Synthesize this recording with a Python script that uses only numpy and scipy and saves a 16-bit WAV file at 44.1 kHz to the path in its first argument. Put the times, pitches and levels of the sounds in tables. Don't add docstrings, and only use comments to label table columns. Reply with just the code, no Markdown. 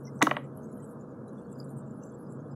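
import sys
import numpy as np
from scipy import signal
from scipy.fft import rfft, irfft, next_fast_len
from scipy.io import wavfile
from scipy.ndimage import uniform_filter1d, map_coordinates

SR = 44100
rng = np.random.default_rng(int(sys.argv[2]) if len(sys.argv) > 2 else 0)


def to_wav(s):
    ch = np.atleast_2d(s).T
    pcm = np.round(np.clip(ch, -1, 1) * 32767)
    wavfile.write(sys.argv[1], SR, pcm.astype(np.int16))


def nominal_scale(level):
    x = np.asarray(level, float) / 20
    return 10 ** x


N = 112454

# freq_hz, density_db_per_hz
DRONE_SPECTRUM = [(24, -56.5), (50, -34), (140, -3.5), (172, -8.5), (207, -7), (483, -8), (600, -19),
                  (1290, -20.5), (1750, -32), (2300, -46), (5000, -120)]
# freq_hz, width_hz, lift_db over the drone
TUB_MODES = [(70.4, 8, 9), (108, 5, 8.5), (145.8, 2.5, 12.5), (162.5, 6, 4), (217, 47, 9), (273, 6, -2.5),
             (582, 5.5, -0.5), (627, 18, 11.5)]
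# freq_hz, level_db rms
PUMP_TONES = [(479.5, -54), (539, -59)]
# time_s, level_db rms
HUM_SWELL = [(0.501, -42.5), (0.849, -61), (1.021, -50), (1.25, -51), (1.47, -46.5), (1.76, -39.5),
             (2.05, -52), (2.251, -64), (2.37, -38), (2.461, -58.5), (2.55, -33.5)]
# time_s, level_db
FROTH_LEVEL = [(0.0, -64.5), (0.25, -68), (0.42, -73), (0.62, -82.5), (0.74, -72.5), (0.821, -66),
               (0.95, -68), (1.05, -105), (1.321, -75), (1.52, -69), (1.9, -85), (2.14, -86), (2.27, -88),
               (2.55, -97)]
# freq_hz, density_db_per_hz
SPRAY_SPECTRUM = [(5000, -40.5), (6500, -5.5), (7500, -3), (11500, 0.5), (12600, -9.5), (16000, -28)]
# start_s, peak_db, pitch_hz
POPS = [(0.068, -49, 5900), (0.17, -59, 8300), (0.193, -50, 6000), (.4424, -60, 7500), (0.5745, -42, 11200),
        (0.6331, -58, 6230), (0.643, -54, 6500), (.659, -57, 7940), (.728, -54, 7180), (.7444, -58, 11600),
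        (0.8035, -53.5, 7080), (0.853, -54, 10960), (0.912, -50, 11100), (1.012, -52, 6970),
        (1.52, -55, 7700), (1.5288, -46.5, 7510), (1.6017, -36.5, 4830), (1.6443, -55, 7500),
        (1.694, -52.5, 7300), (1.705, -53, 8970), (1.716, -57, 9000), (1.7846, -50, 8280),
        (1.91, -53, 7260), (2.036, -44.5, 6100), (2.098, -57, 6230), (2.19, -58.5, 10740),
        (2.324, -48.5, 7370)]
# start_s, peak_db, pitch_hz
MORE_POPS = [(0.639, -64, 14300), (.8, -66, 14350), (.915, -63, 14600), (1.281, -53, 10160),
             (1.332, -58.5, 10050), (1.385, -61.5, 9700), (1.59, -55, 13550), (1.64, -57.5, 10640),
             (1.71, -50.5, 11500), (1.775, -57, 14450), (1.865, -67, 7800), (1.946, -62, 10660),
             (2.055, -57, 10140), (2.04, -48, 7450), (2.305, -57, 7510), (.892, -58.5, 7300)]
# start_s, peak_db, pitch_hz
RINGING_BUBBLES = [(.07, -58, 2053), (.575, -76.5, 3050), (.68, -74, 2140), (.77, -74, 3090),
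                   (0.791, -64, 1920), (.82, -77, 3080), (1.278, -68.5, 3940), (1.33, -82, 2850),
                   (1.375, -69.5, 3440), (1.419, -85, 2850), (1.444, -79, 4380), (1.486, -75, 3370),
                   (1.509, -73, 3440), (1.515, -77, 2730), (1.68, -73.5, 3920), (1.82, -81, 3660),
                   (1.87, -81, 2790), (1.99, -84, 3290), (2.02, -71, 2780), (2.119, -80, 3380),
                   (2.26, -70.5, 4920), (2.449, -79, 3400), (2.509, -67, 4980), (2.508, -65, 7450),
                   (1.976, -72, 9050)]
# centre_s, length_s, centre_hz, width_hz, level_db
CLUSTERS = [(0.073, 0.05, 5680, 900, -52.5), (0.164, 0.042, 7950, 1800, -65),
            (0.377, 0.016, 9400, 4000, -66), (0.407, 0.033, 11000, 3000, -74),
            (0.453, 0.015, 8000, 2500, -69), (0.601, 0.064, 8960, 1200, -70),
            (.635, .025, 14500, 2500, -75.5), (0.692, 0.02, 7600, 2500, -66),
            (.72, 0.078, 10800, 2200, -72), (0.718, .07, 14300, 900, -79), (0.778, .012, 10500, 3500, -66),
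            (0.794, 0.01, 11100, 2500, -79), (0.836, 0.019, 9500, 4000, -65), (.85, 0.018, 8300, 1200, -61),
            (0.921, 0.035, 8800, 1400, -63.5), (1.108, 0.029, 6880, 900, -67),
            (1.29, 0.014, 7630, 3500, -72), (1.383, 0.096, 6850, 2500, -76.5),
            (1.606, 0.044, 7310, 1200, -74), (1.646, 0.012, 8800, 2500, -66),
            (1.788, 0.043, 8150, 2500, -59), (1.877, 0.024, 7430, 1200, -69),
            (1.985, 0.041, 10430, 2400, -64), (2.02, .03, 6000, 1000, -70), (2.07, .03, 7500, 1000, -66),
            (2.065, .04, 13800, 1800, -77), (2.103, 0.023, 7500, 900, -62.5),
            (2.125, .025, 10800, 2000, -70), (2.144, .025, 7700, 1000, -66),
            (2.215, 0.058, 10700, 2400, -70), (2.22, 0.017, 13200, 2000, -70),
            (2.325, 0.054, 9870, 3500, -68.5), (2.362, 0.018, 7800, 1400, -63),
            (2.405, 0.023, 6450, 700, -63), (2.475, 0.1, 10300, 1700, -77), (2.52, .025, 8500, 500, -69.5),
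            (1.45, 0.3, 3080, 1000, -81)]
# start_s, peak_db, centre_hz, spread_octaves
LID_CONTACTS = [(0.209, -27, 1000, 0.5), (.2150, -13.5, 1100, 0.35), (0.2178, -15.5, 1200, .4),
                (.2175, -26.5, 4500, .8), (0.2215, -9.5, 2100, .4), (.2238, -14.5, 1150, 0.4),
                (0.2262, -13.5, 6300, 0.53), (.2266, -19.5, 11200, 1.2), (0.2240, -13.5, 327.4, 0.66),
                (0.2684, -14, 1280, 0.24), (.2690, -27, 3140, 0.46), (0.2715, -20, 445, 0.76),
                (0.2915, -36.5, 2400, 0.5), (0.3108, -18.5, 2180, 0.25), (0.313, -15.5, 790, 1.23),
                (0.3664, -25, 2060, 0.38), (0.367, -22.5, 750, 1)]
# freq_hz, t60_s
LID_MODES = [(215, 0.055), (290, 0.036), (420, 0.021), (600, 0.027), (680, 0.032), (955, 0.029),
             (1090, 0.023), (1280, 0.018), (1620, 0.015), (1950, 0.015), (2350, .008), (2900, 0.011),
             (3700, 0.0049), (6500, 0.0024)]
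# freq_hz, t60_s
ROOM_T60 = [(200, .5), (400, 0.79), (1000, 0.82), (3000, 0.27), (8000, 0.26), (15000, .35)]
# freq_hz, level_db
ROOM_COLOUR = [(150, -6.5), (300, 6), (1000, -9.5), (3000, -2), (5500, 5), (7000, -3), (10000, 4),
               (15000, 4.5)]
# freq_hz, close_s
SUPPRESSOR_CLOSE = [(1500, 0.423), (2200, .47), (3800, 0.468), (5500, 0.35), (11000, 0.46), (16000, .345)]
# freq_hz, level_db rms per 500 Hz
HISS_SPECTRUM = [(1500, -92.5), (2500, -101), (4500, -103), (7000, -99), (11500, -99), (12800, -112),
                 (16000, -118)]


def unit(x):
    return x / np.sqrt(np.mean(x ** 2) + 1e-20)


def along(points, hz):
    f, v = np.transpose(points)
    return np.interp(np.log(hz + 1), np.log(f + 1), v)


def filtered(x, response):
    m = next_fast_len(N + SR // 2)
    return irfft(rfft(x, m) * response(np.fft.rfftfreq(m, 1 / SR)), m)[:N]


def wobble(rate_hz):
    knots = rng.standard_normal(int(N / SR * 60) + 4)
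    return map_coordinates(knots, [np.arange(N) * min(rate_hz, 60) / SR])


def bell(x, width):
    return np.exp(-.5 * (x / width) ** 2)


def box(x, span):
    return np.exp(-(2 * x / span) ** 4)


def bubbles(start_s, hz, gain, cycles, rise, size):
    t = np.arange(size) / SR
    u = t * hz[:, None] / cycles
    phase = 2 * np.pi * hz[:, None] * t * (1 + rise * np.minimum(u, 2))
    envelope = 2.0 * np.exp(-3 * u) * (1 - np.exp(-4 * u)) ** 2
    wave = gain[:, None] * np.sin(phase) * envelope
    at = (start_s * SR).astype(int)[:, None] + np.arange(size)
    return np.bincount(at.ravel(), wave.ravel(), N + SR)[:N]


def swarm(rate_hz, centre_hz, spread, cycles, scatter_db, size):
    when, pitch, loud = rng.random((600, 3))[:int(rate_hz * N / SR)].T
    hz = centre_hz * np.exp(spread * np.log(pitch / (1 - pitch)) / 1.3)
    gain = nominal_scale(-scatter_db * np.log(loud))
    return unit(bubbles(when * N / SR, np.clip(hz, 60, 15500), gain, cycles, rise=.002, size=size))


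def streaked(x):
    z = signal.stft(x, nperseg=1024, noverlap=768)[2]
    field = unit(uniform_filter1d(rng.standard_normal(z.shape), size=11, axis=1))
    return signal.istft(z * nominal_scale(9 * field - 7), nperseg=1024, noverlap=768)[1][:N]


def drone():
    edge_hz, edge_db = 1800, -14

    def response(f):
        tub = np.sqrt(1 + sum(nominal_scale(db) ** 2 / (1 + (2 * (f - c) / w) ** 2) for c, w, db in TUB_MODES))
        dark = nominal_scale(edge_db / (1 + (edge_hz / np.maximum(f, 20)) ** 40))
        return nominal_scale(along(DRONE_SPECTRUM, f)) * tub * dark

    noise = unit(filtered(rng.standard_normal(N), response))
    return noise * nominal_scale(0.16 * wobble(1.5) + 0.57 * wobble(30))


def glugs():
    large = swarm(90, 248, 0.52, cycles=3, scatter_db=5.5, size=2000)
    return filtered(large, lambda f: 1 / (1 + (f / 1100) ** 6) / (1 + (90 / (f + 1)) ** 4))


def pump_tones():
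    t = np.arange(N) / SR
    drift_rad, hum_hz = .3, 137.2
    tones = np.zeros(N)
    for hz, db in PUMP_TONES:
        level = nominal_scale(db + 0.5 + 0.83 * wobble(5.5))
        tones += level * np.sin(2 * np.pi * hz * t + drift_rad * wobble(5))
    when_s, db = np.transpose(HUM_SWELL)
    hum = np.sin(2 * np.pi * hum_hz * t + drift_rad * wobble(3.6))
    return tones + nominal_scale(np.interp(t, when_s, db) - 0.5) * hum


def pump():
    return nominal_scale(-43.5) * (drone() + nominal_scale(-17) * glugs()) + pump_tones()


def froth():
    f, _, z = signal.stft(rng.standard_normal(N), SR, nperseg=256)
    patches = uniform_filter1d(rng.standard_normal(z.shape), size=16, axis=0)
    patches = unit(uniform_filter1d(patches, size=3, axis=1))
    tone = nominal_scale(along(SPRAY_SPECTRUM, f))[:, None]
    spray = signal.istft(z * tone * nominal_scale(6.2 * patches), SR, nperseg=256)[1][:N]
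    small = swarm(40, 9200, .11, cycles=40, scatter_db=3.5, size=700)
    when_s, db = np.transpose(FROTH_LEVEL)
    level = nominal_scale(np.interp(np.arange(N) / SR, when_s, db) - 9)
    return level * (small + nominal_scale(-5.5) * unit(spray))


def thin_tones():
    return nominal_scale(-94) * swarm(110, 5680, 0.17, cycles=230, scatter_db=0, size=4000)


def pops():
    start_s, db, hz = np.transpose(POPS + MORE_POPS)
    direct = bubbles(start_s - .001, hz, nominal_scale(db + 3.5), cycles=25, rise=0.013, size=900)
    slap = bubbles(start_s + 0.027, hz, nominal_scale(db - 15), cycles=25, rise=0, size=900)
    return direct + slap


def ringing_bubbles():
    ring_s = 0.026
    start_s, db, hz = np.transpose(RINGING_BUBBLES)
    rings = bubbles(start_s, hz, nominal_scale(db + 5.5), ring_s * hz[:, None], 0.004, size=3000)
    return rings * nominal_scale(4 * wobble(60))


def pop_halo():
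    f, t, z = signal.stft(rng.standard_normal(N), SR, nperseg=256)
    f = f[:, None]
    start_s, db, hz = np.transpose(POPS + MORE_POPS)
    start_s = start_s[:, None]
    narrow = (bell(f - hz, 0.044 * hz) * nominal_scale(db - 11)) @ bell(t - start_s - .004, .013)
    broad = nominal_scale(along(SPRAY_SPECTRUM, f)) * (nominal_scale(.5 * db - 49) @ bell(t - start_s, .012))

    centre_s, length_s, hz, width_hz, db = np.transpose(CLUSTERS)
    clusters = (box(f - hz, width_hz) * nominal_scale(db)) @ box(t - centre_s[:, None], length_s[:, None])
    flecks = nominal_scale(7.5 * unit(uniform_filter1d(rng.standard_normal(z.shape), size=14, axis=0)))
    return signal.istft(z * (narrow + broad + flecks * clusters), SR, nperseg=256)[1][:N]


def surface():
    return streaked(froth() + pop_halo()) + thin_tones() + pops() + ringing_bubbles()


def lid_crack(centre_hz, t):
    t60_s, rise_s = 0.014, .0007
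    burst = nominal_scale(-60 * t / t60_s) * (1 - np.exp(-t / rise_s)) * rng.standard_normal(len(t))

    def band(f):
        return (f / (f + centre_hz)) ** 2 / (1 + (f / centre_hz / 1.7) ** 10)

    grit = filtered(np.pad(burst, (100, 0)), band)[100:][:len(t)]
    grit = grit * (1 - np.exp(-(t * centre_hz) ** 2))
    return grit / abs(grit).max()


def lid():
    out, t = np.zeros(N + SR), np.arange(SR // 5) / SR
    lag_s = 0.0013
    hz, t60_s = np.transpose(LID_MODES)[:, :, None]
    late = np.maximum(t - lag_s * np.sqrt(1000 / hz), 0)
    modes = nominal_scale(-60 * late / t60_s) * np.sin(2 * np.pi * hz * late) * (1 - np.exp(-late * hz)) ** 2
    for start_s, db, centre_hz, spread in LID_CONTACTS:
        share = bell(np.log2(hz / centre_hz), spread) * nominal_scale(rng.normal(0, 2.4, hz.shape))
        ring = (share * modes).sum(0)
        delay_s = lag_s * np.sqrt(1000 / centre_hz)
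        crack = np.roll(lid_crack(centre_hz, t), round(delay_s * SR))
        hit = ring / abs(ring).max() + nominal_scale(-9) * crack
        out[round((start_s - delay_s) * SR):][:len(t)] += nominal_scale(db) * hit
    return out[:N]


def room(x):
    hz, t, z = signal.stft(rng.standard_normal(SR // 2), SR, nperseg=256)
    hz = hz[:, None]
    decay_db = along(ROOM_COLOUR, hz) - 60 * t / along(ROOM_T60, hz)
    tail = signal.istft(z * nominal_scale(decay_db), SR, nperseg=256)[1]
    wet = signal.fftconvolve(np.pad(x, (250, 0)), tail / 40)[:N]

    hz, t, z = signal.stft(wet, SR, nperseg=512)
    shut_s, shut_db = .022, -18
    shut = (1 + np.tanh((t - along(SUPPRESSOR_CLOSE, hz)[:, None]) / shut_s)) / 2
    return signal.istft(z * nominal_scale(shut_db * shut), SR, nperseg=512)[1][:N]


def scene():
    mic_hz = 104
    near = filtered(lid(), lambda f: (1j * f / (mic_hz + 1j * f)) ** 2)
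    return (pump() + surface() + near + nominal_scale(-11) * room(near))[None]


def top_cut(x):
    return signal.sosfilt(signal.butter(12, 16040, fs=SR, output="sos"), x)


def record(dry):
    noise = rng.standard_normal(N) + 0.97 * streaked(rng.standard_normal(N))
    hiss = filtered(noise, lambda f: nominal_scale(along(HISS_SPECTRUM, f)) * np.sqrt(SR / 1000) * (f > 1500))
    fade = np.minimum(np.arange(N, 0, -1) / (.006 * SR), 1)
    mix = (dry[0] + hiss) * fade
    return top_cut(mix[None])


dry = scene()
out = record(dry)
to_wav(out)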